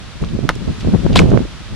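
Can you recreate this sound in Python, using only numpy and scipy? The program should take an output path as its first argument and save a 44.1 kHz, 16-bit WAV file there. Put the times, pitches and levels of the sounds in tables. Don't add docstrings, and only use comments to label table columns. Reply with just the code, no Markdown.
import sys
import numpy as np
from scipy import signal
from scipy.fft import rfft, irfft
from scipy.io import wavfile
from scipy.ndimage import uniform_filter1d

SR = 44100
rng = np.random.default_rng(int(sys.argv[2]) if len(sys.argv) > 2 else 0)


def output_pcm(signal):
    pcm = np.clip(np.atleast_2d(signal).T, -1, 1) * 32767
    wavfile.write(sys.argv[1], SR, np.round(pcm).astype(np.int16))


N = 77175

# (frequency [Hz], level within the smack [dB], 60 dB decay time [s])
BALL_MODES = [(800, -14.5, 0.022), (1005, -28, .03), (1290, -4, 0.015), (1440, -3.5, 0.015),
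              (1916, -5, 0.0068), (2100, -6.5, 0.011), (2940, -11.5, 0.01), (3500, -14, 0.0075),
              (5450, -9.5, 0.0045)]
# (frequency [Hz], relative density [dB per Hz])
CRACK_SPECTRUM = [(880, -26), (1500, 5.5), (2250, -20), (4640, -8), (5330, -27), (7690, -30), (10800, -14),
                  (16000, -56)]
# (frequency [Hz], relative density [dB per Hz])
TAIL_SPECTRUM = [(350, -14), (700, -1.5), (1000, 3.5), (2000, -6), (3800, -14.5), (6000, -20.5),
                 (10600, -28), (14000, -60)]
# (delay [s], level re smack [dB], low-pass cutoff [Hz], polarity [+1 or -1])
LATER_ARRIVALS = [(.0086, -20, 2500, -1), (.0168, -21, 7000, 1)]
# (peak time [s], level [dB], centre [Hz], resonance width [Hz],
# 60 dB decay time [s], rise time [s])
GRIT_CRUNCHES = [(0.221, -39, 4930, 5900, 0.027, 0.0034), (0.239, -28.5, 1170, 895, 0.013, 0.00218),
                 (0.247, -32, 2950, 3000, 0.017, .002), (.288, -33.5, 3000, 2000, 0.022, .002),
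                 (.554, -31.5, 5800, 5900, 0.019, .001), (0.801, -40, 4930, 6950, 0.03, 0.0037),
                 (0.808, -30, 2780, 2880, 0.061, 0.005), (1.130, -24.5, 3240, 2880, 0.017, 0.00063),
                 (1.139, -29.5, 2430, 2000, 0.048, .002), (1.159, -7.5, 3245, 1810, 0.015, .003),
                 (1.161, -26, 8200, 6000, 0.0084, 0.0013), (1.160, -1.5, 750, 313, 0.025, 0.0024),
                 (1.168, -19, 4350, 1500, 0.054, 0.0025), (1.169, -6.5, 3850, 800, 0.034, 0.00137),
                 (1.1761, -7.5, 2800, 2950, 0.0092, .001), (1.1914, -3, 2235, 1420, 0.014, .0025),
                 (1.192, -8, 4660, 4970, 0.005, 0.00101), (1.1935, -6.5, 843, 495, 0.029, 0.00091),
                 (1.200, -21, 6260, 4900, 0.0073, .0007), (1.304, -35.5, 5560, 4930, 0.013, 0.00099)]
# (time [s], level [dB])
SKID_LEVEL = [(1.153, -45), (1.156, -15.5), (1.172, -21), (1.184, -22), (1.191, -21), (1.204, -28.5),
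              (1.23, -35), (1.26, -49)]
# (frequency [Hz], relative density [dB per Hz])
GRIT_SPECTRUM = [(590, -40), (1000, -8), (1810, -0.5), (3270, -2.5), (5700, -10), (5970, -16),
                 (7440, -11.5), (16000, -30)]
# (time [s], left level [dB], right level [dB])
WIND_LEVEL = [(0, -39, -30.5), (0.19, -46, -41), (0.229, -18.5, -29), (0.33, -35.5, -21), (0.44, -30, -22),
              (0.5, -32, -22), (0.6, -25.5, -36), (0.7, -33, -30.5), (0.8, -29.5, -30), (0.86, -17.5, -17),
              (0.95, -20, -34), (1.02, -21.5, -24.5), (1.1, -21, -14), (1.171, -7, -8), (1.24, -12.5, -7),
              (1.36, -21.5, -14.5), (1.422, -19.5, -24), (1.5, -35.5, -36), (1.62, -44, -38.5),
              (1.7, -35, -35), (1.75, -34, -40)]
# (time [s], port [0 left, 1 right], level [dB], full width at 1/e power [s])
PORT_GUSTS = [(0.052, 0, -46, 0.018), (0.07, 1, -44, 0.017), (0.166, 0, -30.5, 0.026),
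              (0.223, 1, -17.5, 0.024), (0.23, 0, -13.5, 0.017), (0.341, 0, -17, 0.031),
              (0.421, 0, -29, 0.016), (0.443, 1, -11, 0.026), (0.504, 0, -29, 0.032),
              (0.564, 1, -23, 0.0082), (0.628, 1, -26.5, 0.037), (0.628, 0, -21.5, 0.052),
              (0.697, 0, -16, 0.044), (0.689, 1, -12, 0.024), (0.786, 1, -25, 0.008),
              (0.886, 0, -12, 0.024), (0.893, 1, -12, 0.021), (0.936, 1, -11.5, 0.03),
              (0.947, 0, -4.5, 0.024), (0.995, 0, -14.5, 0.018), (1.056, 0, -9.5, 0.025),
              (1.106, 0, -12, 0.0096), (1.209, 0, -6, 0.019), (1.339, 0, -7.5, 0.028),
              (1.353, 1, -3, 0.035), (1.419, 0, -15, 0.012), (1.532, 0, -43, 0.02), (1.55, 1, -32.5, 0.015),
              (1.61, 0, -27, 0.014), (1.726, 1, -25.5, 0.02), (1.748, 0, -20, 0.034)]
# (frequency [Hz], relative density [dB per Hz])
WIND_SPECTRUM = [(35, -22), (60, -4.5), (100, 3.5), (160, 2), (230, -1), (300, -7.5), (450, -16.5),
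                 (700, -32), (1100, -48), (2000, -100)]
# (time [s], port [0 left, 1 right], envelope peak [dB], time scale [s])
PORT_EDDIES = [(0.226, 0, -14.5, 0.00081), (0.229, 1, -10, 0.00051), (0.352, 0, -5, 0.0016),
               (0.366, 0, -12.5, 0.00059), (0.391, 1, -1.5, 0.00068), (0.451, 1, -8, 0.001),
               (0.563, 1, -9.5, 0.00076), (0.622, 0, -13, 0.00075), (0.685, 0, -14.5, 0.00037),
               (0.849, 0, -9.5, 0.00042), (0.851, 1, -9, 0.00083), (0.874, 1, -1, 0.00063),
               (0.898, 1, -9.5, 0.00083), (0.931, 1, -22, 0.00083), (0.939, 0, -12, 0.00021),
               (0.949, 0, 2.5, 0.00074), (0.96, 0, -3, 0.00097), (1.034, 0, -9, 0.00079),
               (1.048, 0, -11, 0.0007), (1.064, 0, 4, 0.00063), (1.066, 1, -5.5, 0.00027),
               (1.106, 0, -8.5, 0.00051), (1.117, 1, -9, 0.00085), (1.143, 0, -14, 0.0011),
               (1.152, 1, -13, 0.00069), (1.204, 1, 7, 0.00068), (1.219, 1, -1.5, 0.00027),
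               (1.233, 1, 0, 0.00071), (1.246, 1, 0, 0.0013), (1.259, 1, 1.5, 0.00078),
               (1.279, 1, -19, 0.0013), (1.29, 1, -8, 0.00056), (1.292, 0, -9, 0.00067),
               (1.303, 1, -9, 0.0005), (1.318, 1, 4.5, 0.00045), (1.328, 0, -5, 0.00043),
               (1.337, 1, 6.5, 0.00069), (1.345, 1, 0, 0.00061), (1.353, 1, -24, 0.00028),
               (1.375, 1, 11.5, 0.0005), (1.393, 1, -9, 0.00042), (1.406, 1, -2.5, 0.00084),
               (1.415, 0, -6.5, 0.00079), (1.453, 1, -10.5, 0.00065)]
# (frequency [Hz], relative density [dB per Hz])
AIR_SPECTRUM = [(200, -27), (350, -10), (550, -5), (900, -6), (1300, -3), (1800, -6), (3650, -6),
                (6000, -13), (11100, -25.5), (13000, -46), (16000, -80)]
# (frequency [Hz], correlation [-1 to 1])
AIR_LIKENESS = [(60, 0.23), (130, 0.11), (290, 0.97), (640, 0.96), (1410, 0.76), (3100, 0.29),
                (6820, -0.23), (15000, -0.061)]
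# (time [s], change re AIR_DB [dB])
AIR_RISE = [(0, -0.8), (.5, -1.05), (.7, 1.06), (1.0, 2), (1.35, 1.5), (1.5, 0.06), (1.75, 0.1)]

BOUNCE_S, BOUNCE_DB = .491, 1
SWELL_DELAY_S, SWELL_HZ, SWELL_DB, SWELL_T60_S = .001, 150, -7, .02
CRACK_DB, CRACK_T60_S, TAIL_DB, TAIL_T60_S = 1, .005, -16.5, .066
SLAP_RISE_S, TAIL_SIDE_DB = .00012, -5.5
RETURN_THUMP_S, RETURN_THUMP_DB, RETURN_THUMP_WIDTH_S = .5004, -5.5, .00035

RING_SHARE = .21
FIZZ_DB, FIZZ_HZ = -27, 7800
GRAIN_DB = 1.5
SHOE_PAN_DB, SHOE_LIKENESS = 1.7, .88
FAR_HZ = 9000

REF_DB = -15
LUMP_DB, LUMP_S = 1.0, .008
RUMBLE_HZ, RUMBLE_DB, RUMBLE_FOLLOW = 41.8, -5.5, .63
RASP_HZ, RASP_DB, RASP_FOLLOW = 389, -19, 1.45
EVEN_S, EVEN_SHARE = .013, .38
EDDY_TURN = 1.296

AIR_DB = -38.5
KNEE, EDGE_HZ = 10, 16400


def amp(db):
    return 10 ** (np.asarray(db) / 20)


def evened(x):
    return x / np.sqrt(np.mean(x ** 2, axis=-1, keepdims=True) + 1e-20)


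def read(points, hz):
    f, value = np.transpose(points)
    return np.interp(np.log(hz + 1), np.log(f + 1), value)


def add(mix, s, sound):
    part = mix[..., round(s * SR):][..., :sound.shape[-1]]
    part += sound[..., :part.shape[-1]]


def coloured(x, points):
    n = x.shape[-1]
    response = amp(read(points, np.fft.rfftfreq(n, 1 / SR)))
    return evened(irfft(rfft(x) * response, n))


def band(x, hz, width_hz):
    r = np.exp(-np.pi * width_hz / SR)
    return signal.lfilter([1, 0, -1], [1, -2 * r * np.cos(2 * np.pi * hz / SR), r * r], x)


def swing(width, phase):
    u = (np.arange(882) / SR - .01) / width
    return np.cos(EDDY_TURN * u + phase) / np.cosh(u)


def ball_ring(t):
    ring = sum(amp(db - 60 * t / t60) * np.sin(2 * np.pi * hz * t) for hz, db, t60 in BALL_MODES)
    late = np.maximum(t - SWELL_DELAY_S, 0)
    swell = amp(SWELL_DB - 60 * late / SWELL_T60_S) * np.sin(2 * np.pi * SWELL_HZ * late)
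    return ring - swell


def bounce():
    t, centre, side = np.arange(8000) / SR, np.zeros(N), np.zeros(N)
    crack = coloured(rng.standard_normal(len(t)), CRACK_SPECTRUM)
    crack *= amp(CRACK_DB - 60 * t / CRACK_T60_S)
    tail = coloured(rng.standard_normal((2, len(t))), TAIL_SPECTRUM)
    tail *= amp(TAIL_DB - 60 * t / TAIL_T60_S)
    onset = np.minimum(t / SLAP_RISE_S, 1)
    smack = amp(BOUNCE_DB) * (ball_ring(t) + crack + tail[0]) * onset
    add(centre, BOUNCE_S, smack)
    for delay, db, top_hz, polarity in LATER_ARRIVALS:
        dull = signal.lfilter(*signal.butter(2, top_hz, fs=SR), smack)
        add(centre, BOUNCE_S + delay, polarity * amp(db) * dull)
    add(centre, RETURN_THUMP_S - .01, amp(RETURN_THUMP_DB) * swing(RETURN_THUMP_WIDTH_S, np.pi))
    add(side, BOUNCE_S, amp(TAIL_SIDE_DB) * tail[1])
    return centre + side * [[1], [-1]]


def crunches():
    out, t = np.zeros((2, N)), np.arange(4000) / SR
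    for s, db, hz, width_hz, t60, rise in GRIT_CRUNCHES:
        grit = rng.standard_normal((2, len(t)))
        ring = np.sqrt(2) * np.sin(2 * np.pi * (hz * t + rng.random()))
        crush = evened(band(band(grit, hz, width_hz), hz, width_hz))
        fizz = amp(FIZZ_DB) * evened(band(grit, FIZZ_HZ, 8000))
        share = max(RING_SHARE * (1 - width_hz / hz), 0)
        tone = np.sqrt(share) * ring + np.sqrt(1 - share) * crush + fizz
        attack = np.minimum(t / rise, 1) ** 2
        decay = amp(db - 60 * np.maximum(t - rise, 0) / t60)
        add(out, s - rise, tone * attack * decay)
    return out


def skid():
    grain_size = np.minimum(rng.exponential(1, N), 4)
    grains = rng.standard_normal((2, N)) * amp(GRAIN_DB * grain_size)
    s, db = np.transpose(SKID_LEVEL)
    return coloured(grains, GRIT_SPECTRUM) * amp(np.interp(np.arange(N) / SR, s, db, -99, -99))


def shoes():
    left, other = crunches() + skid()
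    right = SHOE_LIKENESS * left + np.sqrt(1 - SHOE_LIKENESS ** 2) * other
    return np.array([left, right]) * amp([[SHOE_PAN_DB / 2], [-SHOE_PAN_DB / 2]])


def wind_pressure():
    t, (s, left, right) = np.arange(N) / SR, np.transpose(WIND_LEVEL)
    power = amp([np.interp(t, s, left), np.interp(t, s, right)]) ** 2
    for at, port, db, length in PORT_GUSTS:
        power[int(port)] += amp(db) ** 2 * np.exp(-(2 * (t - at) / length) ** 2)
    return np.sqrt(power)


def wind():
    pressure = wind_pressure()
    lump_span, even_span = int(LUMP_S * SR), int(EVEN_S * SR)
    lumps = uniform_filter1d(rng.standard_normal((2, N)), lump_span, 1)
    lumps = evened(uniform_filter1d(lumps, lump_span, 1))
    level = pressure * amp(LUMP_DB * lumps)

    low = coloured(rng.standard_normal((2, N)), WIND_SPECTRUM)
    own_power = uniform_filter1d(uniform_filter1d(low ** 2, even_span, 1), even_span, 1)
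    low = evened(low / abs(own_power + 1e-3) ** (EVEN_SHARE / 2))

    rumble = evened(band(band(rng.standard_normal((2, N)), RUMBLE_HZ, 50), RUMBLE_HZ, 50))
    rumble *= amp(RUMBLE_DB + REF_DB) * (pressure / amp(REF_DB)) ** RUMBLE_FOLLOW

    rasp = rng.standard_normal((2, N))
    for width_hz in (490, 520, 620):
        rasp = band(rasp, RASP_HZ, width_hz)
    rasp = evened(rasp) * amp(RASP_DB + REF_DB) * (level / amp(REF_DB)) ** RASP_FOLLOW
    return rumble + level * low + rasp


def buffets():
    out = np.zeros((2, N))
    phases = rng.uniform(0, 2 * np.pi, len(PORT_EDDIES))
    for (s, port, db, width), phase in zip(PORT_EDDIES, phases):
        add(out[int(port)], s - .01, amp(db) * swing(width, phase))
    return out


def air():
    a, b = rfft(rng.standard_normal((2, N)))
    same = read(AIR_LIKENESS, np.fft.rfftfreq(N, 1 / SR))
    pair = irfft(np.array([a, same * a + np.sqrt(1 - same ** 2) * b]), N)
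    rise_db = np.interp(np.arange(N) / SR, *np.transpose(AIR_RISE))
    return amp(AIR_DB + rise_db) * coloured(pair, AIR_SPECTRUM)


def scene():
    player = signal.lfilter(*signal.butter(2, FAR_HZ, fs=SR), bounce() + shoes())
    return player + wind() + buffets() + air()


def record(dry):
    clipped = dry / (1 + abs(dry) ** KNEE) ** (1 / KNEE)
    low_pass = signal.firwin(511, EDGE_HZ, window=("kaiser", 9), fs=SR)
    return signal.oaconvolve(clipped, low_pass[None], "same")


dry = scene()
out = record(dry)
output_pcm(out)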